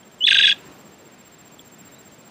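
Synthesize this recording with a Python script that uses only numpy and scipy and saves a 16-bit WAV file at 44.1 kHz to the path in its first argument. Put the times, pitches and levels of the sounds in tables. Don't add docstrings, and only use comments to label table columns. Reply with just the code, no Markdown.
import sys
import numpy as np
from scipy import signal
from scipy.fft import rfft, irfft
from scipy.io import wavfile
from scipy.ndimage import uniform_filter1d

SR = 44100
rng = np.random.default_rng(int(sys.argv[2]) if len(sys.argv) > 2 else 0)


def magnitude_from_level(level_db):
    exponent = np.asarray(level_db, float) / 20
    return 10 ** exponent


def inscribe(sig):
    pcm = np.round(np.clip(np.atleast_2d(sig).T, -1, 1) * 32767)
    wavfile.write(sys.argv[1], SR, pcm.astype(np.int16))


N = 101429

END_S, RELEASE_S = 0.5275, 0.0015


def curve(table, t, col):
    points = np.array(table, float)
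    return np.interp(t, points[:, 0], points[:, col])


def log_curve(table, f):
    hz, db = np.array(table, float).T
    return np.interp(np.log(f), np.log(hz), db)


def walk(rate):
    k = max(int(SR / rate), 1)
    w = uniform_filter1d(uniform_filter1d(rng.standard_normal(N), k), k)
    return w / w.std()


def band(gain):
    return irfft(rfft(rng.standard_normal(N)) * gain, N)


def causal(gain_db):
    cepstrum = irfft(gain_db * np.log(10) / 20)
    half = len(cepstrum) // 2
    cepstrum[1:half] *= 2
    cepstrum[half + 1:] = 0
    return irfft(np.exp(rfft(cepstrum)))[:half]


def field(t, f):
    # [f/Hz, level/dB]
    spectrum = [(22, -36), (60, -12.5), (195, 1), (900, -9.5), (2600, -15.5), (6700, -26), (12500, -39),
                (15500, -39)]
    # [t/s, level/dB]
    hum = [(0, -53), (.2, -51), (.4, -44.5), (.55, -47), (.66, -45.5), (.85, -48.5), (1.15, -51),
           (1.65, -51.5), (1.9, -49.5), (2.3, -49.5)]
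    treble_share, flicker_db = 0.86, 0.83
    shape = magnitude_from_level(log_curve(spectrum, f))
    swell = curve(hum, t, 1)
    mean = swell.mean()
    out = 0
    for k in range(10):
        part = band(shape * np.cos(np.pi / 2 * np.clip(np.log2(f / 30) - k, -1, 1)))
        share = 1 if k < 5 else treble_share
        out = out + part * magnitude_from_level(share * (swell - mean) + flicker_db * walk(4.6))
    return out / out.std() * magnitude_from_level(mean + 2)


def wings(t, f):
    # [start/s, end/s, beats per second/Hz, level/dB, centre f/Hz]
    flight = (1.5, 5, 15.5, -63.5, 2799.5)
    start, end, rate, db, hz = flight
    air = band(np.exp(-.5 * (np.log2(f / hz) / 0.74) ** 2))
    beat = .5 + np.sin(np.pi * rate * t) ** 2
    passing = np.sin(np.pi * np.clip((t - start) / (end - start), 0, 1))
    return air / air.std() * beat * magnitude_from_level(db) * passing


def katydid(t, f):
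    # [start/s, length/s, level/dB]
    rasps = [(.19, 0.033, -64), (0.233, 0.14, -63.5), (.42, .03, -63), (.56, 0.04, -71), (0.732, 0.1, -66),
             (0.878, 0.036, -66), (1.02, 0.035, -67), (1.248, .11, -75), (1.372, 0.039, -72.5),
             (1.431, 0.026, -73), (1.55, 0.042, -74), (1.778, 0.081, -69), (1.89, .05, -68),
             (2.021, .04, -69.5), (2.136, 0.048, -72)]
    rasp_hz, width_hz, teeth_hz, rest_db = 13730, 500, 150, -88.5
    teeth = .25 + np.sin(np.pi * np.cumsum(teeth_hz * (1 + .3 * walk(30))) / SR) ** 2
    buzz = 0
    for shift_hz in (-300, 450):
        part = band(np.exp(-.5 * ((f - rasp_hz - shift_hz) / (width_hz / 2)) ** 2))
        buzz = buzz + part / part.std() * magnitude_from_level(3.5 * walk(40))
    gate = magnitude_from_level(rest_db + 3.6 * walk(12))
    for start, length, db in rasps:
        gate = gate + magnitude_from_level(db) * np.clip(np.minimum(t - start, start + length - t) / .015, 0, 1)
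    return buzz * teeth * gate * .7


def peeps(t):
    # [centre/s, length/s, start f/Hz, end f/Hz, level/dB]
    far_peeps = [(.034, 0.0086, 3160, 3200, -47.5), (0.118, 0.021, 3200, 3100, -58),
                 (0.186, .012, 3260, 3100, -55), (1.595, 0.0032, 3440, 3310, -33.5),
                 (1.6, 0.011, 3427, 3280, -49), (1.897, .022, 3850, 3860, -59),
                 (1.947, 0.045, 3540, 3830, -58.5), (1.971, .02, 3850, 3920, -50.5),
                 (1.989, 0.036, 3915, 3960, -54), (1.758, 0.037, 3640, 3530, -60.5),
                 (2.209, .03, 2420, 2605, -60)]
    out = 0
    for mid, length, hz0, hz1, db in far_peeps:
        u = (t - mid) / length
        cycles = length * ((hz0 + hz1) / 2 * u + (hz1 - hz0) / 2 * u ** 2)
        out = out + magnitude_from_level(db) * np.exp(-8 * u ** 2) * np.sin(2 * np.pi * cycles)
    return out


def cricket(t):
    # [t from its end/s, f/Hz, level/dB, extra octave level/dB]
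    chirp = [
        (-.041, 7460, -34, 5.5),
        (-.035, 7500, -8.5, 1.5),
        (-.022, 7465, -0.5, 1.5),
        (-.0185, 7465, -15.5, -2),
        (-.0155, 7520, -1.5, 0),
        (-.009, 7460, -3.5, -0.5),
        (-.004, 7430, 3, 0),
        (.001, 7390, -18, 5.5),
        (.014, 7400, -35, 3),
    ]
    # [t/s, level/dB]
    effort = [(0, -4), (.5, -1), (1.1, -3.5), (1.35, -1), (1.5, -0.5), (1.8, 2.5), (2.1, -0.5), (2.3, -1)]
    first_end_s, period_s = 0.0818, 0.06676
    level_db, octave_db, vary_db = -49.5, -7.5, 1.0
    lead = -chirp[0][0]
    u = (t - first_end_s + lead + 0.00079 * walk(7.2)) % period_s - lead
    hz = curve(chirp, u, 1) * (1 + 0.0025 * walk(5.1) + 0.0011 * walk(200))
    phase = 2 * np.pi * np.cumsum(hz) / SR
    silence = -30 * (u > chirp[-1][0])
    db = level_db + curve(effort, t, 1) + curve(chirp, u, 2) + silence
    tone = magnitude_from_level(vary_db * walk(25)) * np.sin(phase)
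    octave = magnitude_from_level(octave_db + curve(chirp, u, 3) + vary_db * walk(60)) * np.sin(2 * phase)
    return np.sqrt(2) * magnitude_from_level(uniform_filter1d(db, 40)) * (tone + octave)


def balcony_echo():
    # [delay/s, level/dB, smear/s]
    echoes = [
        (.0032, -13, .0001),
        (.0065, -16, 0.00027),
        (.013, -21, .002),
        (.022, -23, 0.0057),
        (.045, -28, .008),
        (.072, -29, .004),
    ]
    u = np.arange(SR // 2) / SR
    room = 0
    for level_db, t60 in ((-16, 0.05), (-30, 0.25)):
        tail = rng.standard_normal(len(u)) * magnitude_from_level(-60 * u / t60) * np.clip(u / 0.0073, 0, 1)
        room = room + tail * magnitude_from_level(level_db) / np.sqrt(np.sum(tail ** 2))
    for lag, echo_db, smear in echoes:
        patch = rng.standard_normal(len(u)) * np.exp(-.5 * ((u - lag) / smear) ** 2)
        room = room + patch * magnitude_from_level(echo_db) / np.sqrt(np.sum(patch ** 2))
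    room = signal.lfilter(*signal.butter(1, 1900, "high", fs=SR), room)
    room = room - .55 * signal.lfilter(*signal.iirpeak(3340, 9, fs=SR), room)
    room[0] += 1
    return room


def balcony(x):
    # [f/Hz, level/dB]
    colour = [(1200, -21), (1550, -5.5), (3400, 4.5), (3900, -5), (4150, -17.5), (6300, -15), (8300, -19.5),
              (9300, -50)]
    # [f/Hz, width/Hz, gain/dB]
    dips = [(1822, 55, -9), (2019, 48, -12), (2300, 70, -17), (3114, 46, -22.5), (4270, 170, -5.5),
            (4620, 180, 5), (5160, 140, -13.5), (5900, 140, -14.5), (6370, 250, 2.5), (7190, 297, -36)]
    f = np.linspace(1, SR / 2, 4097)
    low_cut = 18 * np.clip(np.log2(colour[0][0] / f), 0, 3)
    db = log_curve(colour, f) - low_cut
    for hz, width, gain in dips:
        db = db + gain / (1 + ((f - hz) / width) ** 2)
    coloured = signal.fftconvolve(x, causal(db))[:N]
    return signal.fftconvolve(coloured, balcony_echo())[:N]


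def call_glide(t):
    # [t/s, f/Hz, level/dB]
    whistle = [(.204, 2882, -51), (.208, 2906, -26.5), (.2205, 2965, -23.5), (.222, 2985, -19.5),
               (.233, 3050, -17), (.2378, 3135, -19), (.2395, 3300, -15), (.246, 3400, -18.5),
               (.2540, 3537, -15.5), (.2565, 4200, -24)]
    # [fall start/s, top f/Hz, low f/Hz, rise start/s, level/dB]
    swoops = [
        (.2652, 4250, 1690, .288, -12.5),
        (.3039, 4130, 1552, .3272, -12.5),
        (.3425, 4147, 1560, .3682, -13.5),
        (.3838, 3940, 1573, .4087, -12),
        (.4238, 3940, 1661, .4518, -13.5),
        (.4666, 3950, 1564, .4915, -13),
        (.5047, 3422, 1587, .5245, -18),
    ]
    fall_s, rise_s, round_s, sag_hz = .014, 0.0055, 0.0025, 70
    crest_s, knee_s, knee_share = .0055, .0100, .12
    knots = list(whistle)
    for number, (fall, top, low, rise, db) in enumerate(swoops):
        start = min(top - 80, 3970)
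        slow = 1.38 if number == 0 else 1
        knots += [(fall - crest_s, top, db),
                  (fall, start, db),
                  (fall + slow * knee_s, low + knee_share * (start - low), db),
                  (fall + slow * fall_s, low + sag_hz, db),
                  (rise - .003, low, db),
                  (rise, low + sag_hz / 2, db)]
        if number + 1 < len(swoops):
            knots.append((rise + rise_s, swoops[number + 1][1] - 70, db))
        else:
            knots.append((END_S + RELEASE_S, 1860, db))
    knots.sort()
    hz = uniform_filter1d(curve(knots, t, 1), int(round_s * SR))
    gate = (t > whistle[0][0]) * np.clip((END_S + RELEASE_S - t) / RELEASE_S, 0, 1)
    return hz, magnitude_from_level(curve(knots, t, 2)) * gate


def myna(t):
    # [multiple of pitch, level at low pitch/dB, change at top pitch/dB]
    partials = [(1, 0.5, 0.5), (2, 1.5, -8.5), (3, -8.5, -3), (4, -6, -9.5), (5, -14, -9.5), (6, -15, -9.5)]
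    # [t/s, half lines/dB, octave at swoop bottom/dB, overtones and undertone at top/dB]
    quality = [(.245, -47, -3, -1.5), (.285, -23.5, -4, 0.5), (.325, -13, -16, 0), (.365, -10.5, -15, 0),
               (.405, -14, -15, -2.5), (.445, -5, -5, -0.5), (.485, -5.5, -10, 1), (.500, -6.5, -5, 8),
               (.525, -6.5, -4, 3)]
    half_top_db, half_tilt_db, undertone_db, rasp_db = -6.5, -0.5, -13, -17.5
    jitter, rise_jitter, shimmer_db, overtone_break = 0.0052, .045, 1.85, 1.1
    hz, loudness = call_glide(t)
    rough = np.clip((t - .255) / 0.033, .1, 1)
    high = np.clip((hz - 1600) / 2300, 0, 1)
    rising = np.clip(np.gradient(hz) * SR / 385000.0, 0, 1)
    wobble = (jitter + rise_jitter * rising) * rough * walk(694)
    phase = 2 * np.pi * np.cumsum(hz * (1 + wobble)) / SR
    voice = magnitude_from_level(rasp_db) * rough * walk(9000) * (1 + np.sin(phase))

    pure_db = -6 * np.clip((.262 - t) / 0.00915, 0, 1)
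    bright = pure_db + 4 * rising * (1 - 2 * high)
    octave = curve(quality, t, 2) * np.clip((1800 - hz) / 150, 0, 1)
    half_db = curve(quality, t, 1)
    crest = curve(quality, t, 3) * high
    voice = voice + magnitude_from_level(half_db + undertone_db + crest) * high * np.sin(phase / 2)
    ending = np.clip((t - .5) / .012, 0, 1)
    for k, db, top_db in partials:
        shimmer = shimmer_db * (1 + overtone_break * (k > 2)) * rough * walk(500)
        shimmer = shimmer - 9 * ending * np.clip(k * hz / 1500 - 4, 0, 1)
        level = db + top_db * high + shimmer
        level = level + (k > 1) * (bright + crest) + (k == 2) * octave
        voice = voice + (k * hz < 16000) * magnitude_from_level(level) * np.sin(k * phase)
        half = half_db + half_top_db * high + half_tilt_db * k + shimmer + crest
        voice = voice + (k * hz < 14000) * magnitude_from_level(half) * np.sin((k + .5) * phase)
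    return voice * loudness * np.sqrt(2)


def scene():
    t = np.arange(N) / SR
    f = np.arange(N // 2 + 1) * SR / N + 1
    background = field(t, f) + wings(t, f) + katydid(t, f) + peeps(t) + cricket(t)
    return (background + balcony(myna(t)))[None]


def band_limit(x):
    return signal.sosfilt(signal.butter(12, 16130, fs=SR, output="sos"), x)


def record(dry):
    low_pass = signal.ellip(8, .2, 60, 15250, fs=SR, output="sos")
    mix = signal.sosfilt(low_pass, dry)
    return band_limit(mix)


dry = scene()
out = record(dry)
inscribe(out)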